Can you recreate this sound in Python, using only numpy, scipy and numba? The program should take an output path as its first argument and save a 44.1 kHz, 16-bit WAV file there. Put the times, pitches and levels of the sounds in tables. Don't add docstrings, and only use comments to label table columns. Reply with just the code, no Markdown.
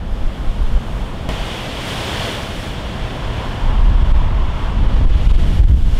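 import sys
import numpy as np
from scipy import signal
from scipy.io import wavfile
from scipy.ndimage import uniform_filter1d
from numba import njit

SR = 44100
rng = np.random.default_rng(int(sys.argv[2]) if len(sys.argv) > 2 else 0)


def int16_out(signal):
    q = np.round(np.clip(np.atleast_2d(signal).T, -1, 1) * 32767)
    wavfile.write(sys.argv[1], SR, q.astype(np.int16))


def invert_db(x):
    u = np.asarray(x, float) / 20
    return 10 ** u


N = 264159
T = np.arange(N) / SR
CHANGE_S = 1.2904


def unit(x):
    return x / np.sqrt(np.mean(x ** 2))


def power(db):
    return invert_db(2 * np.asarray(db))


def curves(table):
    s, *cols = np.transpose(table)
    return [np.interp(T, s, col) for col in cols]


def band(x, lo_hz, hi_hz):
    return signal.sosfilt(signal.butter(2, [lo_hz, hi_hz], "band", fs=SR, output="sos"), x)


def band_around(x, hz, width_hz):
    return band(x, hz - width_hz / 2, hz + width_hz / 2)


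def noise_band(lo_hz, hi_hz):
    return unit(band(rng.standard_normal(N), lo_hz, hi_hz))


def walk(rate):
    hold = int(SR / rate)
    steps = np.repeat(rng.standard_normal(N // 500), hold)[:N]
    return unit(uniform_filter1d(uniform_filter1d(steps, hold), hold))


def near_change():
    return np.exp(-np.abs(T - CHANGE_S) / .008)


def surges(rows):
    total = 0
    for s, db, rise, fall in rows:
        below_peak = np.where(T < s, (s - T) / rise, (T - s) / fall)
        total = total + power(db - 10 * below_peak)
    return total


# time in seconds, level in dB.
OPEN_SEA = [(0, -36), (.25, -37.5), (.5, -36), (1.29, -35), (1.291, -27.5), (1.45, -38.5), (1.75, -39),
            (2.2, -36.5), (2.6, -35), (2.9, -33.5), (3.5, -35.5), (4.1, -39), (4.5, -39), (5.0, -35),
            (5.3, -39.5), (5.6, -37.5), (5.8, -43.5), (5.99, -42.5)]
# peak in seconds, level in dB, rise in seconds, fall in seconds.
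BREAKING_WAVES = [(.55, -45.5, .6, 3), (1.291, -33, .0002, 2.7), (1.93, -32.5, 0.37, 0.55),
                  (2.25, -30, 0.44, 0.31), (2.65, -42.5, 0.24, 0.28), (3.25, -44, .3, 0.12),
                  (3.53, -44, 0.11, 0.29), (4.65, -44, 0.28, 0.31), (4.97, -44, 0.17, 0.37),
                  (5.3, -38, 0.33, 0.4), (5.6, -48, 0.39, 0.083), (6.0, -37.5, 0.21, .2)]
# peak in seconds, level in dB, rise in seconds, fall in seconds.
SPRAY_BURSTS = [(.13, -52.5, .2, 0.44), (.5, -51.5, 0.26, 2.9), (1.0, -55, 0.34, 0.32),
                (1.292, -46, .0002, 0.57), (1.92, -39.5, 0.19, 0.45), (2.24, -41, 0.18, 0.21),
                (2.62, -43.5, .3, .15), (3.47, -54, 0.39, 0.23), (4.65, -60, 0.25, 0.18),
                (5.28, -54.5, 0.12, 0.71), (5.55, -48.5, 0.24, 0.25), (5.75, -52, 0.085, .3),
                (5.99, -45.5, .2, .2)]
# peak in seconds, level in dB, rise in seconds, fall in seconds.
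DRAINING = [
    (.6, -44, .3, .8),
    (1.45, -39, .15, 0.36),
    (2.1, -37, 0.18, 0.46),
    (3.4, -36, 0.33, 0.51),
    (3.7, -34, 0.3, 0.63),
    (4.05, -43, 0.27, 0.25),
    (4.3, -35.5, 0.47, 0.63),
    (4.66, -34, 0.21, 0.13),
    (4.95, -39.5, 0.3, 0.11),
]


def sea_levels():
    kinds = [(power(curves(OPEN_SEA)[0]), (-0.5, -3.5, -6, -26, -38)),
             (surges(BREAKING_WAVES), (-1.5, -5, 3, -10, -12)),
             (surges(DRAINING), (-4, -2, -5, -37, -40)),
             (surges(SPRAY_BURSTS), (-10, -10, -19, 0.5, 3))]
    return 10 * np.log10(sum(power(colour_db)[:, None] * p for p, colour_db in kinds))


def hollow():
    ring = unit(band_around(rng.standard_normal(N), 994, 270))
    return ring * invert_db(-0.5) * np.sqrt(surges(DRAINING))


@njit
def bubbles(start, hz, size):
    cycles, glide = 2.5, 0.43
    out = np.zeros(N)
    for k in range(len(start)):
        phase, length = 0., int(3 * cycles * SR / hz[k])
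        for i in range(min(length, N - start[k])):
            phase += 2 * np.pi * hz[k] * (1 + glide * i / length) / SR
            out[start[k] + i] += size[k] * np.exp(-6. * i / length) * np.sin(phase)
    return out


def fizz():
    where, pitch, luck = rng.random((30000, 3)).T
    size = invert_db(np.minimum(-3.0 * np.log(luck), 12))
    return unit(bubbles((where * N).astype(np.int64), 500 * 24 ** pitch, size))


WATER_HZ = [480, 1000, 2800, 7500, 13000]
# frequency in Hz, level per third-octave band in dB.
SEA_COLOUR = [(60, 0), (150, 0.5), (300, -0.5), (420, 3.5), (600, 8.5), (1000, 7), (1300, 3.5), (1650, 2),
              (2100, 0), (2600, 0), (3400, -2), (4100, -0.5), (6500, -3.5), (9000, -2), (12000, -11.5),
              (14000, -8.5), (16000, -15)]


def surf():
    levels, foam_fizz = sea_levels(), fizz()
    colour_hz, band_db = np.transpose(SEA_COLOUR)
    out, surge, patch = 0, walk(7.8), walk(2.86)
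    for hz in 63 * 2 ** np.arange(0, 8.1, 1 / 3):
        share = np.array([np.interp(np.log(hz), np.log(WATER_HZ), row) for row in np.eye(len(WATER_HZ))])
        colour_db = np.interp(np.log(hz), np.log(colour_hz), band_db) - 6
        patch = unit(2.4 * patch + 0.19 * walk(2.1))
        heave_db = 0.78 * surge + 0.28 * patch + 0.36 * walk(20)
        water = unit(band(rng.standard_normal(N) + 0.54 * foam_fizz, hz / 1.15, hz * 1.123))
        out = out + water * invert_db(share @ levels + colour_db + heave_db)
    return out + hollow()


# time in seconds, level in dB.
WIND_STRENGTH = [(0, -14.5), (.25, -29), (.37, -34), (.55, -19), (.8, -24), (1.1, -22), (1.35, -21),
                 (1.55, -28.5), (2.45, -31), (3.0, -24), (3.58, -25.5), (3.68, -10), (4.2, -8.5),
                 (4.66, -14), (4.76, -10), (5.2, -10), (5.5, -13.5), (5.99, -12)]
# time in seconds, rumble in dB, length in seconds, flutter above rumble in dB.
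ROLLING_EDDIES = [(0.25, -10, 0.045, -24), (0.438, -14, 0.035, -25), (0.494, -22.5, 0.022, 10),
                  (0.633, -8.5, .04, -31), (0.72, -15, 0.031, -20), (0.952, -14.5, 0.063, -21),
                  (1.29, -20, .1, -16), (1.674, -35.5, 0.05, 3), (1.785, -35, 0.032, 1),
                  (2.25, -34.5, 0.066, 13), (2.566, -22, 0.036, -12), (2.78, -35.5, 0.14, 9.5),
                  (3.033, -21.5, 0.069, -5), (3.29, -19, 0.056, -2), (3.381, -27.5, .04, 6.5),
                  (3.48, -19, 0.044, -10), (3.85, -14, 0.046, -7), (3.972, -10.5, 0.23, -3),
                  (4.207, -9, 0.023, -20), (4.41, -10, 0.06, -18), (4.667, -35, 0.026, 7),
                  (4.813, -8.5, 0.059, -30), (4.934, -20.5, 0.039, 8.5), (5.056, -3, 0.037, -3.5),
                  (5.175, -20, 0.11, 7.5), (5.33, -7, 0.092, -6), (5.55, -20, 0.13, 8.5),
                  (5.634, 1.5, 0.041, -17), (5.782, -15, .06, 1), (5.857, -7, 0.15, -28)]


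def gusts():
    wind_db = curves(WIND_STRENGTH)[0]
    slow, quick = 0, 0
    for s, db, length, flutter_db in ROLLING_EDDIES:
        bump = np.exp(-((T - s) / length) ** 2)
        slow = slow + power(db) * bump
        quick = quick + power(db + flutter_db) * bump
    rumble = power(wind_db - 2.5) + slow
    flutter = power(-19 + 0.48 * wind_db) + quick
    rustle = power(-32.5 + 0.064 * wind_db) + power(-22.5) * quick
    return 10 * np.log10([rumble, flutter, rustle])


# time in
# seconds, # signed pressure, width in ms.
BUFFETS = [(0.13, -0.39, 11.6), (0.2418, -0.37, 18), (0.4867, 0.5, 16), (0.661, 0.38, 19),
           (0.7527, -0.45, 6.9), (0.7667, 0.57, 8.7), (3.8192, -0.6, 12), (3.9598, 0.61, 8.6),
           (4.0329, -0.66, 7.6), (4.1253, -0.72, 11.1), (4.1533, 0.59, 7.7), (4.18, -0.59, 10.9),
           (4.873, -0.63, 11.1), (4.951, -0.62, 11.4), (5.0579, 0.68, 5.9), (5.0793, -0.64, 17.7),
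           (5.1118, 0.57, 8.1), (5.1575, 0.62, 6.2), (5.277, 0.72, 9.4), (5.3222, 0.74, 10.2),
           (5.367, 0.7, 10.3), (5.599, 0.64, 5.6), (5.6185, 0.71, 8.1), (5.6469, 0.71, 7.2),
           (5.6564, -0.67, 14), (5.6994, -0.64, 4.6), (5.7211, 0.68, 5.8), (5.7474, -0.71, 6.8),
           (5.8326, -0.61, 14), (5.988, -0.35, 10)]


def buffets():
    thump, hold = np.zeros(N), np.zeros(N)
    for s, push, ms in BUFFETS:
        u = (T - s - .0015) / (0.00068 * ms)
        overshoot = invert_db(41.0 * max(abs(push) - .55, 0))
        thump += push * overshoot * (1 - 0.91 * u ** 2) * np.exp(-u ** 2 / 2)
        hold = np.maximum(hold, np.exp(-u ** 2 / 4))
    return thump, hold


def wind():
    rumble_db, flutter_db, rustle_db = gusts()
    rumble = noise_band(14, 48) * invert_db(rumble_db - 1.5 + 1.2 * walk(12))
    flutter = noise_band(44.6, 104.2) * invert_db(flutter_db - 3.5 + 0.98 * walk(7.8))
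    rustle = noise_band(123.6, 252.6) * invert_db(rustle_db + 0.96 * walk(15))
    thump, hold = buffets()
    eddies = .62 * np.tanh((rumble + flutter) / .62)
    return eddies * (1 - 0.93 * hold) + thump + rustle


def tick():
    impulse = 1. * (np.arange(N) == int(.6292 * SR))
    return invert_db(-27) * band_around(impulse, 9700, 4600)


# time in seconds, pitch in Hz, level in dB.
MACHINERY = [
    (0, 118.9, -40),
    (1.9, 116, -37.5),
    (2.3, 117, -31.5),
    (2.6, 118.4, -41.5),
    (2.9, 119.8, -30.5),
    (3.3, 120.1, -32.5),
    (3.8, 120.5, -25),
    (4.0, 120.3, -41),
    (4.8, 119.2, -30),
    (6, 121, -45),
]


def drone():
    hz, db = curves(MACHINERY)
    phase = 2 * np.pi * np.cumsum(hz + 0.76 * walk(5.5)) / SR
    return invert_db(db + 1.5 + 1.3 * walk(6.65)) * np.sin(phase)


def scene():
    sea = surf()
    sea = sea + invert_db(-2.5) * band_around(sea, 3253, 950)
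    return (sea + drone() + tick() + wind() * (1 - near_change()))[None]


@njit
def follow(x, attack, release):
    out, e = np.empty(len(x)), 0.
    for i in range(len(x)):
        e += (abs(x[i]) - e) * (attack if abs(x[i]) > e else release)
        out[i] = e
    return out


def low_pass(x, top_hz):
    return signal.sosfilt(signal.ellip(14, .1, 70, top_hz, fs=SR, output="sos"), x)


def band_limit(x):
    return signal.sosfilt(signal.butter(12, 16510, fs=SR, output="sos"), x)


def record(dry):
    attack_s, release_s, threshold, clip = 0.0029, 0.012, 0.526, .693
    peak = follow(dry[0], 1 / (attack_s * SR), 1 / (release_s * SR))
    gain = np.minimum(1, threshold / (peak + 1e-9)) ** 1.05
    limited = low_pass(np.clip(dry * gain, -clip, clip), 15700)
    joint = uniform_filter1d(-.2 * np.sign(T - CHANGE_S) * near_change(), size=2)
    return band_limit(limited + joint)


dry = scene()
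out = record(dry)
int16_out(out)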